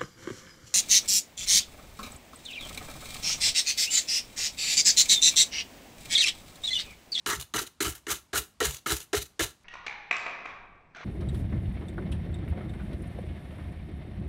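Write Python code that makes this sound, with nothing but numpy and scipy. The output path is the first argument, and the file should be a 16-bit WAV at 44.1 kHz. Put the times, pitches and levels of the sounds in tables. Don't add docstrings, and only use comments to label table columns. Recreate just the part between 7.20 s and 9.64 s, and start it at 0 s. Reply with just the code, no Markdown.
import sys
import numpy as np
from scipy import signal
from scipy.fft import rfft, irfft
from scipy.io import wavfile

SR = 44100
rng = np.random.default_rng(int(sys.argv[2]) if len(sys.argv) > 2 else 0)


def put_to_file(sound):
    columns = np.atleast_2d(sound).T
    safe = np.clip(columns, -1, 1)
    whole_steps = np.round(safe * 32767)
    wavfile.write(sys.argv[1], SR, whole_steps.astype(np.int16))


N = 107780

# (time [s], level [dB], tilt of low modes [dB/octave], tilt of middle modes [dB/octave])
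LANDINGS = [(0.0619, -39, -3, -3), (0.3387, -39, -3, -3), (0.6051, -34, -8, 1.5), (0.868, -44, -8, 1.5),
            (1.131, -42, 3, 3), (1.4038, -38, 3, 1.5), (1.6612, -47, -5, 3), (1.9311, -35, 5, 5),
            (2.194, -34, 3, 3)]


def grit_hiss(hiss_gain, top_gain, split_hz=8000):
    # (frequency [Hz], relative level [dB])
    spectrum = [(150, -11), (400, -16), (600, -12), (1000, -11), (1400, -16), (2400, -10), (3000, -9),
                (4700, -12), (6900, -11.5), (10500, -14.5), (14100, -14), (15000, -19)]
    # (frequency [Hz], boost [dB], width [Hz])
    humps = [(2956, 6, 220), (3540, 3.5, 160), (3967, 8, 344), (6120, 5.5, 330), (6820, 4.5, 310),
             (9540, 4, 330)]
    grit = coloured(grains(), spectrum)
    grit = grit + sum((from_db(db) - 1) * resonance(grit * from_db(drift(3.5, rate_hz=11.7)), hz, width)
                      for hz, db, width in humps)
    body = rms_one(butterworth(grit, 4, split_hz, "low"))
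    top = rms_one(butterworth(grit, 4, split_hz, "high"))
    return hiss_gain * body + top_gain * top


def grains(per_s=30000, spread_db=3):
    size_db = spread_db * np.minimum(rng.exponential(1, N), 5)
    clump_db = drift(1.89, rate_hz=138)
    clicks = from_db(size_db + clump_db) * rng.choice([-1, 1], N)
    return rms_one(clicks * (rng.random(N) < per_s / SR))


def stroke_envelopes(land_s=0.0014, lift_s=0.014):
    # (time [s], hiss level [dB], low ring [dB re hiss], middle ring [dB re hiss],
    # top hiss [dB re hiss], bending rumble [dB re hiss])
    strokes = [
        [(0.062, -33.5, -6, 4, -9, -20), (0.076, -33, -8, -2, 0, -17), (0.092, -34, -3, 2, -4, -11),
         (0.12, -32.5, -11, 3, -7, -21), (0.128, -32.5, -9, 6.5, -5, -11), (0.158, -42.5, -14, -4.5, -5, 0),
         (0.19, -57.5, 4, 6, -2, 17), (0.2, -46.5, -26, -1.5, 0, -1), (0.226, -45, -21, -22, -2, -9),
         (0.245, -60.5, -16, -3, 0, 5.5)],
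        [(0.339, -34, -1, 5, -7, -20), (0.357, -39, 11.5, 2.5, 0, -3), (0.363, -30.5, -3, -6.5, -4, -10),
         (0.379, -36.5, -5.5, 3.5, -5, -2), (0.393, -28.5, -14, 0, -8.5, -18), (0.415, -44, 2, -4, 1.5, -9),
         (0.427, -40, -3.5, -8.5, 1, -19), (0.455, -60, 3, -1, -8, -4), (0.475, -45.5, -24, -15, -3, -20),
         (0.49, -69, -10, -3, -10, -6)],
        [(0.605, -32, 1.5, 0.5, -8, -26), (0.625, -32, -3, -8, 2.5, -11), (0.641, -40, -7, 1, 0, -7),
         (0.653, -30, -11.5, -2.5, -5.5, -16), (0.677, -37, -1.5, -1.5, -3, 5),
         (0.701, -41.5, -9, -10.5, 4, -1), (0.745, -59, -12, 2, -4, 5), (0.755, -49.5, -23, -6, 2.5, -4),
         (0.79, -61.5, -14, -5, -2, -6)],
        [(0.868, -42, 3.5, 6.5, -21, -22), (0.878, -50, 10, 6, -2, -14), (0.898, -34, -8.5, -4.5, -5.5, -23),
         (0.918, -29, -17, -6.5, -1, -12), (0.954, -44.5, -9.5, -8.5, -2.5, -8), (0.99, -55, -25, -7, -4, -13)],
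        [(1.131, -37.5, 5.5, 4.5, -14, -9), (1.149, -34.5, 5.5, 0, -4, -11), (1.157, -35, -5.5, 6, -4.5, -8),
         (1.183, -28, -17, -9, 1, -19), (1.201, -43, -2.5, -2, 2.5, -3), (1.24, -54, -10, -18, -2, -9)],
        [(1.404, -34.5, 6, 7.5, -1, -20), (1.422, -35.5, 12, 1, -14, -12), (1.456, -26.5, -18, -7.5, -1, -15),
         (1.476, -40, -7, -3, -3, 7.5), (1.508, -44.5, -17, -16, 0.5, -2), (1.552, -46, -28, -12, -1, -6),
         (1.59, -57, -16, -13, -5, -14)],
        [(1.661, -36, 3, 5.5, -11, -19), (1.677, -38.5, -2, 1, 2, -6), (1.683, -35, -4, -5, -8, -18),
         (1.723, -29.5, -6, -3, -1, -3), (1.757, -46.5, -6, -11, -1, 3), (1.769, -41, -12, -15, 0, -4),
         (1.793, -52.5, -11, -8, 0, -0.5), (1.821, -44.5, -34, -23, -3, -25), (1.84, -59, -9, -4, 5.5, -3)],
        [(1.931, -30.5, 4, 2.5, -10, -22), (1.945, -33.5, 9, 2.5, -12, -14), (1.953, -32.5, -11, -9, -7, -14),
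         (1.981, -32.5, -9.5, -8, -2, -7), (2.003, -47, -10, -10, -8, -1), (2.027, -39.5, -21, -24, 1, -9),
         (2.047, -59, -11, -15, -1, 1), (2.06, -51, -9, -9, -4, -7)],
        [(2.194, -32.5, 7.5, 4.5, -12, -27), (2.212, -33, 5, 3.5, -4, -4), (2.22, -29, -6.5, -9.5, -9.5, -9),
         (2.246, -33, -10, -11, -3, -9), (2.252, -39.5, -3, -12, -7, -6), (2.31, -58.5, -12, -6, -3, 0.5)],
    ]
    t, gains = np.arange(N) / SR, np.zeros((5, N))
    for curve in strokes:
        times, hiss_db, *offsets_db = np.transpose(curve)
        attack = np.clip((t - times[0]) / land_s + 1, 0, 1)
        release = np.clip((times[-1] - t) / lift_s + 1, 0, 1)
        gains += attack * release * from_db([np.interp(t, times, hiss_db + db) for db in [0, *offsets_db]])
    return gains


def snag_envelope():
    # (time [s], level [dB])
    snags = [(0.1984, -39), (0.2116, -47), (0.4648, -45.5), (0.752, -42), (1.509, -35), (1.546, -41),
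             (1.5682, -44), (1.7665, -39), (1.804, -38), (2.0208, -41.5), (2.411, -71), (2.4333, -66)]
    return bursts(snags, decay_s=0.002)


def board_ring(low_gain, mid_gain):
    # (frequency [Hz], level [dB], width [Hz])
    low_modes = [(308.3, -3, 53.5), (414, 6.5, 36), (513, -11, 28), (664, -11, 90), (233, -14.5, 86)]
    # (frequency [Hz], level [dB], width [Hz])
    mid_modes = [(936, -6, 70), (1162, -1.5, 113), (1351, 5.5, 87), (1675, 2, 103), (1865, -1, 107),
                 (2144, -4, 136)]
    times, _, low_tilt, mid_tilt = np.transpose(LANDINGS)
    stroke = np.maximum(np.searchsorted(times, np.arange(N) / SR) - 1, 0)
    low = shaken_modes(low_modes, low_gain, low_tilt[stroke])
    return low + shaken_modes(mid_modes, mid_gain, mid_tilt[stroke])


def shaken_modes(modes, gain=1, tilt_db_per_octave=0):
    drive = grains()
    octaves = np.log2([hz for hz, _, _ in modes])
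    shares = [from_db(drift(1.5, rate_hz=6) + tilt_db_per_octave * octave)
              for octave in octaves - octaves.mean()]

    def ring(x):
        return sum(from_db(db) * (-1) ** k * resonance(x * shares[k], hz, width)
                   for k, (hz, db, width) in enumerate(modes))
    return ring(drive * gain) / np.std(ring(drive))


def bending_rumble(gain, cutoff_hz=127):
    # (frequency [Hz], level [dB], width [Hz])
    modes = [(47.6, -8, 18), (66, 0.5, 16), (98.6, -5, 34), (137, -1, 21)]
    # (time [s], push level [dB])
    slips = [(0.082, -40), (0.175, -38.5), (0.357, -42.5), (0.666, -32), (0.915, -45.5), (1.184, -39.5),
             (1.464, -34), (1.723, -31.5), (1.974, -35), (2.223, -39)]
    flex = gain * shaken_modes(modes)
    times, push_db = np.transpose(slips)
    pushes = np.zeros(N)
    pushes[(times * SR).astype(int)] = from_db(push_db)
    thumps = sum(from_db(db) * resonance(pushes * SR / (2 * np.pi * width), hz, width)
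                 for hz, db, width in modes)
    return butterworth(flex + thumps, 2, cutoff_hz, "low")


def room_reverb(x, level_db=-15.5, t60_s=0.25, build_s=0.018, cutoff_hz=21700):
    t = np.arange(SR // 2) / SR
    tail = rng.standard_normal(len(t)) * from_db(-60 * t / t60_s) * np.clip(t / build_s, 0, 1)
    tail = butterworth(tail, 1, cutoff_hz, "low")
    return from_db(level_db) * signal.fftconvolve(x, tail / np.sqrt(np.sum(tail ** 2)))[:N]


def room_tone(level_db=-64.5):
    # (frequency [Hz], relative level [dB])
    spectrum = [(30, 5), (60, 9), (130, 2), (260, -0.5), (450, -9), (1000, -7.5), (1700, -13.5),
                (4800, -16), (9000, -20), (11000, -27), (16000, -48)]
    return from_db(level_db) * coloured(rng.standard_normal(N), spectrum)


def bursts(events, decay_s):
    t = np.arange(N) / SR
    return sum(from_db(db) * (t >= start) * np.exp(-np.maximum(t - start, 0) / decay_s)
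               for start, db, *_ in events)


def drift(spread_db, rate_hz):
    r = np.exp(-2 * np.pi * rate_hz / SR)
    wobble = signal.lfilter([1], [1, -2 * r, r * r], rng.standard_normal(N + SR))
    return spread_db * rms_one(wobble[SR:])


def resonance(x, hz, width_hz):
    r = np.exp(-np.pi * width_hz / SR)
    poles = [1, -2 * r * np.cos(2 * np.pi * hz / SR), r * r]
    return signal.lfilter([(1 - r * r) / 2, 0, (r * r - 1) / 2], poles, x + 1e-18)


def coloured(x, spectrum):
    hz, db = np.transpose(spectrum)
    bins_hz = np.maximum(np.arange(N // 2 + 1) * SR / N, 1)
    eq = from_db(np.interp(np.log(bins_hz), np.log(hz), db))
    return rms_one(irfft(rfft(x) * eq, N))


def butterworth(x, order, hz, kind):
    return signal.sosfilt(signal.butter(order, hz, kind, fs=SR, output="sos"), x)


def from_db(db):
    return 10 ** (np.asarray(db) / 20)


def rms_one(x):
    return x / np.sqrt(np.mean(x ** 2) + 1e-20)


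def scene():
    hiss, low, mid, top, bend = stroke_envelopes()
    snag, knock = snag_envelope(), bursts(LANDINGS, decay_s=0.004)
    filing = grit_hiss(hiss + snag + knock, top + from_db(-6) * snag)
    filing += board_ring(low + from_db(-6) * knock, mid + from_db(-8) * knock)
    rumble, bed = bending_rumble(bend), room_tone()
    return (filing + room_reverb(filing) + rumble + bed)[None]


def record(dry, low_cut_hz=44, high_cut_hz=15750):
    trimmed = butterworth(dry, 4, low_cut_hz, "high")
    return signal.sosfilt(signal.ellip(10, .5, 60, high_cut_hz, fs=SR, output="sos"), trimmed)


dry = scene()
out = record(dry)
put_to_file(out)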